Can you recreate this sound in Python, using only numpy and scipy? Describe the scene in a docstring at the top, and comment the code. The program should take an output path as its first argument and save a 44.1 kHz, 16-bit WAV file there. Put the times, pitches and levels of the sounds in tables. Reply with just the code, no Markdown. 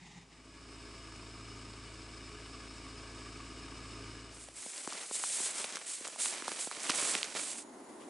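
"""A snowy field: a four-cylinder off-roader idles, first far away, then right at its tailpipe.
The idle (hum of crank multiples, chopped gas noise in a ringing pipe, brief chatter) fades out.
Boots wade through thin snow and dry grass: noise grains swish, falling tones pop, damped rings snap.
A dull, distant rumble of filtered noise, a faint whistling bird and a soft scrape are left at the end."""
import sys
import numpy as np
from scipy import signal
from scipy.fft import rfft, irfft
from scipy.io import wavfile

SR = 44100
rng = np.random.default_rng(int(sys.argv[2]) if len(sys.argv) > 2 else 0)


def waveform_to_disk(signal):
    """Save audio, clipped to [-1, 1], as 16-bit WAV at the path in sys.argv[1]."""
    frames = np.transpose(np.atleast_2d(signal))
    scaled = np.clip(frames, -1, 1) * 32767
    samples = np.round(scaled).astype(np.int16)
    wavfile.write(sys.argv[1], SR, samples)


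N = 356857
TIME = np.arange(N) / SR
BINS = np.fft.rfftfreq(N, 1 / SR)


def amp(db):
    """Decibels to gain."""
    return 10 ** (np.asarray(db) / 20)


def unit(x):
    """Scales to rms 1."""
    return x / np.sqrt(np.mean(x ** 2) + 1e-20)


def curve(rows):
    """A time table, interpolated at every sample."""
    return np.interp(TIME, *np.transpose(rows))


def ramp(span_s):
    """Rises from 0 to 1 between two times."""
    return np.interp(TIME, span_s, [0, 1])


def colour(x, spectrum, rings=()):
    """Filters by a smooth spectrum with resonances or hollows on it; rms 1."""
    hz, db = np.transpose(spectrum)
    shape_db = np.interp(np.log(BINS + 1), np.log(hz), db)
    for centre_hz, width_hz, lift_db in rings:
        shape_db = shape_db + lift_db / (1 + (2 * (BINS - centre_hz) / width_hz) ** 2)
    return unit(irfft(rfft(x) * amp(shape_db), N))


def wander(rate_hz):
    """Random drift of rms 1, with a Gaussian roll-off at about rate_hz."""
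    noise = rng.standard_normal(N)
    return unit(irfft(rfft(noise) * np.exp(-(BINS / rate_hz) ** 2), N))


def spread(mid, side, width):
    """Left and right from a shared part and an opposed part."""
    return np.array([mid + width * side, mid - width * side])


def hiss(width):
    """White noise, partly alike in both ears."""
    return spread(*rng.standard_normal((2, N)), width)


def grains(per_s, size_db, width):
    """Single-sample clicks at random moments and places, of random size; rms 1."""
    size = amp(size_db * np.minimum(rng.exponential(1, N), 4))
    present = rng.random(N) < per_s / SR
    clicks = size * rng.choice([-1, 1], N) * present
    return unit(spread(clicks, clicks * rng.standard_normal(N), width))


def add(mix, s, sound):
    """Mixes a sound in at time s."""
    part = mix[round(s * SR):][:len(sound)]
    part += sound[:len(part)]


# open-air spectrum: f/Hz, relative level/dB per Hz
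AIR_SPECTRUM = [(24, -34), (40, -13), (79, -18), (172, 1), (228, -14), (556, -35), (829, -9.5), (1530, -38),
                (1890, -11), (2440, -17), (3640, -21.5), (4100, -23), (5310, -24), (7210, -21.5),
                (11000, -40), (14300, -80), (22000, -120)]
# its course: t/s, level/dB
AIR_LEVEL = [(0, -59), (.3, -60), (.7, -72), (4.5, -81), (7.4, -84), (8.09, -72)]


def open_air(throb_db=3.0):
    """Faint wash of open air with a low murmur: coloured noise, throbbing at random."""
    wash = colour(hiss(0.29), AIR_SPECTRUM, rings=[(165, 50, 3.3), (3700, 250, 6)])
    return wash * amp(curve(AIR_LEVEL) + throb_db * wander(18))


# distant rumble spectrum: f/Hz, relative level/dB per Hz
RUMBLE_SPECTRUM = [(35, -62), (60, -20), (150, -12), (237, 8), (336, 9.5), (520, 0), (1020, 0),
                   (1220, -6.5), (1480, -8), (1580, -10.5), (2050, -10.5), (2440, -18), (5840, -19.5),
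                   (6660, -16.5), (11000, -16.5), (14300, -58), (22000, -120)]
# its course: t/s, level/dB
RUMBLE_LEVEL = [(6.9, -70), (7.3, -57), (7.62, -51.5), (7.84, -49.5), (7.97, -49), (8.09, -48.5)]


def distant_rumble(throb_db=0.85):
    """Dull rumble among the trees: coloured noise with a thin ring in its hiss."""
    noise = colour(hiss(0.69), RUMBLE_SPECTRUM, rings=[(9650, 180, 6.9)])
    return noise * amp(curve(RUMBLE_LEVEL) + throb_db * wander(40))


def twig(s=8.025, half_width_s=0.022, level_db=-61):
    """Soft scrape of a branch: coloured noise under a brief bell-shaped swell."""
    spectrum = [(1000, -25), (2400, -3), (3100, 0), (4300, -11), (8500, -15), (11000, -25)]
    swell = np.exp(-((TIME - s) / half_width_s) ** 2)
    return amp(level_db) * swell * colour(hiss(.3), spectrum)


# bird notes: t/s, length/s, start f/Hz, end f/Hz, peak level/dB
WHISTLES = [(7.63, 0.084, 6900, 6720, -65), (7.71, .05, 6620, 6500, -68), (7.825, 0.098, 6950, 6720, -69),
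            (7.91, .05, 6650, 6520, -71)]


def birds(quaver=0.0032):
    """Small far bird: thin sine whistles, slightly falling, with unsteady pitch."""
    out, unsteady = np.zeros(N), 1 + quaver * wander(150)
    for s, length_s, start_hz, end_hz, db in WHISTLES:
        count = round(length_s * SR)
        quiver = unsteady[round(s * SR) - count:][:count]
        pitch_hz = np.linspace(start_hz, end_hz, count) * quiver
        whistle = np.sin(2 * np.pi * np.cumsum(pitch_hz) / SR)
        add(out, s, amp(db) * signal.windows.tukey(count, .5) * whistle)
    return out


WALK_IN_S, WALK_OUT_S = (4.5, 4.58), (7.59, 7.65)


def strokes(rows, attack_s, release_s, stir_db):
    """Strength of a run of movements over a steady stir: each builds up, holds and dies away."""
    power = (amp(stir_db) * ramp(WALK_IN_S)) ** 2
    for s, length_s, db in rows:
        release = np.exp(-np.maximum(TIME - s - length_s, 0) / release_s)
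        power = power + (amp(db) * ramp([s, s + attack_s]) * release) ** 2
    return np.sqrt(power) * (1 - ramp(WALK_OUT_S))


# weight pressing into the snow: t/s, length/s, relative level/dB
TREADS = [(4.3, 0.2, -62), (4.72, 0.077, -50), (4.87, 0.16, -49), (5.13, 0.28, -52), (5.34, .43, -47),
          (5.86, 0.073, -53), (6.035, 0.021, -47), (6.18, 0.2, -45.5), (6.43, .18, -47), (6.71, .12, -47.5),
          (6.83, 0.36, -40.5), (7.22, 0.093, -48), (7.335, 0.059, -42.5), (7.45, 0.037, -47)]
# crushed snow spectrum: f/Hz, relative level/dB per Hz
SNOW_SPECTRUM = [(40, -24), (100, -22.5), (200, -3), (300, 1), (650, 1), (950, 2), (1250, 0.5), (1800, 0.5),
                 (2400, 0.5), (3500, -1.5), (6000, -2), (11000, -10.5)]


def treading(snow_db=1, clump_db=2.07, crackle_db=-11):
    """Clumps of breaking snow grains; sparse thin stems give way under the same weight."""
    crush = strokes(TREADS, attack_s=0.017, release_s=0.04, stir_db=-55.5)
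    snow_rings = [(616, 110, 2.5), (890, 190, -2), (2300, 350, 2.5)]
    snow = colour(grains(per_s=6000, size_db=3.0, width=0.33), SNOW_SPECTRUM, snow_rings)
    stem_spectrum = [(300, -39), (1500, -8), (3000, 12), (8000, 15), (11000, -24)]
    stems = colour(grains(per_s=330, size_db=6.0, width=0.36), stem_spectrum)
    return crush * (snow * amp(snow_db + clump_db * wander(55)) + stems * amp(crackle_db))


# a leg sweeping through grass: t/s, length/s, relative level/dB
SWISHES = [(4.31, 0.046, -56), (4.38, 0.03, -48.5), (4.54, 0.31, -48.5), (4.87, 0.31, -49.5),
           (5.11, 0.036, -35), (5.2, 0.13, -37.5), (5.31, .15, -36), (5.52, 0.1, -41), (5.85, 0.077, -39.5),
           (6.03, .04, -49), (6.175, 0.084, -34), (6.45, .1, -46.5), (6.575, 0.033, -36), (6.79, 0.13, -43),
           (6.925, 0.2, -35.5), (7.345, 0.16, -41), (7.55, 0.08, -47.5)]
# brushed grass spectrum: f/Hz, relative level/dB per Hz
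GRASS_SPECTRUM = [(150, -47), (600, -40), (2000, -14), (4000, -9), (5700, -7.5), (6700, -3.5), (7900, 1),
                  (8900, 0.5), (10000, -3), (11000, -10)]


def brushing(grass_db=1, clump_db=1.14):
    """Fine fizz of grass sliding along the boots: dense, bright grains."""
    brush = strokes(SWISHES, attack_s=0.037, release_s=0.062, stir_db=-51.5)
    grass = colour(grains(per_s=22000, size_db=3.0, width=0.14), GRASS_SPECTRUM)
    return grass * brush * amp(grass_db + clump_db * wander(110))


# crust giving way under a sole:
# t/s, level/dB, start f/Hz, twice the decay constant/ms, relative thud level/dB
POPS = [(4.4859, -41.5, 1040, 2.6, -49), (4.662, -38, 1005, 3.2, -37.5), (4.8748, -29, 1580, 1.15, -28.5),
        (4.924, -34, 1700, 1.4, -55), (5.11, -39.5, 1900, 3.6, -34.5), (5.2381, -25.5, 1560, 1.07, -41),
        (5.4023, -34, 1050, 1, -36), (5.644, -35, 1170, 2.8, -40), (5.7699, -27.5, 1830, 0.64, -48),
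        (6.0094, -50, 700, 3, -41.5), (6.0715, -32.5, 1510, 0.73, -62), (6.0837, -40, 1100, 2.5, -51),
        (6.1597, -38.5, 1390, 1.7, -57), (6.2577, -28.5, 1410, 0.64, -62), (6.4225, -32, 1900, 1.1, -35.5),
        (6.48, -24.5, 1480, 1.5, -33), (6.5155, -36, 1770, 3.6, -38), (6.6723, -34, 955, 2.5, -31),
        (6.7131, -31, 1900, 1.5, -50), (6.773, -39.5, 700, 0.77, -39), (6.8972, -20.5, 1790, 1.17, -24),
        (7.0248, -28, 1520, 0.4, -35), (7.1532, -37, 1070, 1.2, -32.5), (7.3507, -32, 960, 2.6, -34)]


def crust(fall_s=0.00221, end_hz=260, grit=0.59, thud_hz=400, thud_fall_s=0.011, thud_s=0.0011):
    """Each collapse is a gritty tone falling in pitch, then a dull thud as the sole settles."""
    out, t = np.zeros(N), np.arange(SR // 30) / SR
    thud_phase = 2 * np.pi * np.cumsum(thud_hz * np.exp(-t / thud_fall_s)) / SR
    thud = t / thud_s * np.exp(1 - t / thud_s) * np.sin(thud_phase)
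    for s, db, hz, decay_ms, thud_db in POPS:
        pitch_hz = end_hz + (hz - end_hz) * np.exp(-t / fall_s)
        age = 2 * t / (decay_ms / 1000)
        tone = np.sin(2 * np.pi * np.cumsum(pitch_hz) / SR)
        crack = age * np.exp(1 - age) * (tone + grit * rng.standard_normal(len(t)))
        add(out, s, amp(db) * crack)
        add(out, s + 0.0017, amp(thud_db - 3.5) * thud)
    return signal.sosfilt(signal.butter(2, 130, "high", fs=SR, output="sos"), out)


# dry stalks breaking: t/s, level/dB, ring f/Hz
SNAPS = [(4.779, -29, 5000), (4.876, -29, 7000), (4.9327, -26.5, 4930), (5.479, -31, 7500),
         (5.5836, -25, 5750), (5.643, -22.5, 2350), (5.7577, -23, 5600), (6.0775, -24.5, 7000),
         (6.259, -25, 2620), (6.5183, -27.5, 2173), (6.8333, -24, 7000), (6.8727, -30, 3000),
         (6.8951, -18.5, 2680), (6.9, -17.5, 5200), (6.903, -18, 5230), (6.9058, -17.5, 2730),
         (6.918, -23, 2300), (7.152, -15, 2200), (7.2304, -15, 2950), (7.244, -26, 4220)]


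def stalks(ring_s=0.00035, splinter=0.22, splinter_s=0.0012, overtone=1.58, overtone_db=-6):
    """A break is a sharp, heavily damped ring with one overtone, and a short spray of splinters."""
    out, t = np.zeros(N), np.arange(SR // 80) / SR
    for s, db, hz in SNAPS:
        phase = 2 * np.pi * hz * t
        tones = np.cos(phase) + amp(overtone_db) * np.sin(overtone * phase)
        ring = tones * np.exp(-t / ring_s)
        spray = splinter * rng.standard_normal(len(t)) * np.exp(-t / splinter_s)
        add(out, s, amp(db) * (ring + spray))
    return signal.sosfilt(signal.butter(1, 900, "high", fs=SR, output="sos"), out)


# position of the boots: t/s, left minus right level/dB
BOOTS_PAN = [(4.5, -0.5), (5.7, -1), (6.25, -2.5), (7.3, -4)]


def boots():
    """All sounds of the walk, drifting to the right by level difference."""
    pan_db = curve(BOOTS_PAN)
    walk = treading() + brushing() + crust() + stalks()
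    return walk * amp(np.array([pan_db, -pan_db]) / 2)


# exhaust chatter: t/s, relative level/dB
RATTLES = [(2.54, -44.5), (2.862, -48), (2.972, -46), (3.259, -44), (3.4, -44), (3.844, -41.5)]


def rattle(level_db=-6, rise_s=0.0052):
    """Now and then the shaking exhaust chatters: metallic grains in brief bursts."""
    shake, age = np.zeros(N), np.arange(SR // 15) / SR / rise_s
    for s, db in RATTLES:
        add(shake, s, amp(db + level_db) * age * np.exp(1 - age))
    metal = [(500, -41), (950, -13), (1170, 9), (1450, -19), (2300, -8), (3500, -18), (9000, -42)]
    return shake * colour(grains(per_s=1600, size_db=-2.0, width=.1), metal)


def idle_level(near_s=(0.29, 0.81), gone_s=(4.09, 4.65), far_db=-12.5, swell_db_per_s=0.74, middle_s=1.57):
    """Gain of the engine: faint from afar, then close and swelling, then fading away."""
    far = amp(far_db)
    close = amp(swell_db_per_s * (TIME - middle_s))
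    return (far + (close - far) * ramp(near_s)) * (1 - ramp(gone_s))


# crankshaft speed: t/s, turns per second/Hz
CRANK = [(0, 27.4), (.2, 27.1), (.5, 27.7), (1, 27.8), (1.3, 27.55), (2.3, 27.8), (4.6, 27.75)]
# exhaust hum: multiple of crank speed, relative level/dB
ORDERS_DB = [(1, -22), (2, 1), (3, -10.5), (3.5, -15), (4, -1.5), (5, -17.5), (7, -13.5), (8.5, -18),
             (9, -11), (9.5, -7.5), (10, -8), (11.5, -8), (12, -12.5), (13, -17.5), (15, -10.5)]
# extra lift of the fourth multiple: t/s, lift/dB
BOOM = [(.9, -3.5), (1.45, 2.5), (2.0, -0.5), (2.63, -4), (3.3, -1), (3.61, -4), (4.04, 2.5), (4.4, -2.5)]


def exhaust_hum(angle, waver=.04):
    """Sum of crank multiples; unevenness grows with the multiple."""
    hum = np.zeros(N)
    for multiple, db in ORDERS_DB:
        k = round(2 * multiple) / 2  # the cycle takes two turns
        # firing orders strike together, the rest come from uneven cylinders
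        phase = k * angle + (2 * np.pi * rng.random() if k % 2 else 0)
        boom_db = curve(BOOM) if k == 4 else 0
        shaky = waver * k * wander(7.6) * np.cos(phase + 2 * np.pi * rng.random())
        hum += amp(db + boom_db) * (np.cos(phase) + shaky)
    return hum


# gas rush and machine noise: f/Hz, relative level/dB per Hz
RUSH_SPECTRUM = [(25, -39), (60, -24), (150, -7), (270, -7.5), (400, -4.5), (540, -12.5), (800, -16.5),
                 (1100, -11), (1900, -15), (2400, -10.5), (3400, -17.5), (5300, -15.5), (6100, -17.5),
                 (8500, -17.5), (11000, -32)]
# rings and hollows of pipe and engine block: f/Hz, width/Hz, lift/dB
PIPE = [(669, 82, 6.5), (938, 28, 7), (1115, 21, 8), (1223, 90, 8.5), (1558, 38, 7.5), (1689, 26, 11),
        (1900, 150, -2.5), (2255, 87, 5), (2915, 44, 10.5), (3673, 106, 6.5), (4600, 36, 9.5),
        (5140, 180, 1.5), (5126, 154, 10.5), (6150, 180, -8), (7000, 150, -5.5), (7230, 160, 6.5),
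        (7480, 180, -14), (7700, 140, 8.5)]


def gas_rush(angle, puff=.25, limp=0.019, knock=.13, tick=0.011, belt_hz=37.5, lean_db=.5):
    """Grain noise through the ringing pipe, chopped by two firings a turn."""
    # one cylinder is stronger than the others
    flow = 1 + puff * np.cos(2 * angle) + limp * (np.cos(angle / 2) + np.cos(angle + angle / 2))
    # a belt-driven part flutters at its own rate
    flutter = 1 + tick * (np.cos(2 * np.pi * belt_hz * TIME) + np.cos(angle))
    knocking = knock * (np.cos(angle) + np.cos(3 * angle) / 2)  # repeats once a turn
    gas = colour(grains(per_s=9000, size_db=0.93, width=0.25), RUSH_SPECTRUM, PIPE)
    low = signal.sosfiltfilt(signal.butter(2, 1400, fs=SR, output="sos"), gas)
    clatter_band = signal.butter(2, [900, 3200], "band", fs=SR, output="sos")
    clatter = signal.sosfiltfilt(clatter_band, gas)
    rush = low * flow + clatter * knocking + (gas - low) * flutter
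    return rush * amp(0.51 * wander(53)) * amp([[lean_db], [-lean_db]])  # left up, right down


def engine(hum_db=-54.0, rush_db=-52):
    """One slightly unsteady crank angle drives both the hum and the gas rush."""
    jitter_turns = 0.0018 * wander(3.9)
    angle = 2 * np.pi * (np.cumsum(curve(CRANK)) / SR + jitter_turns)
    return idle_level() * (amp(hum_db) * exhaust_hum(angle) + amp(rush_db) * gas_rush(angle))


def scene():
    """Engine ahead, boots drifting to the right, open air all round."""
    background = open_air() + distant_rumble() + twig() + birds()
    return background + boots() + rattle() + engine()


def record(dry, mono_below_hz=470, edge_hz=11150):
    """Close-set microphones hear the bass nearly alike; then a steep low-pass."""
    apart = 0.13 + 0.66 * BINS ** 3 / np.hypot(BINS ** 3, mono_below_hz ** 3)
    side = irfft(rfft(dry[0] - dry[1]) / 2 * apart, N)
    pair = spread(dry.mean(0), side, 0.95)
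    low_pass = signal.firwin(801, edge_hz, window=("kaiser", 9), fs=SR)
    return signal.oaconvolve(pair, low_pass[None], "same")


dry = scene()
out = record(dry)
waveform_to_disk(out)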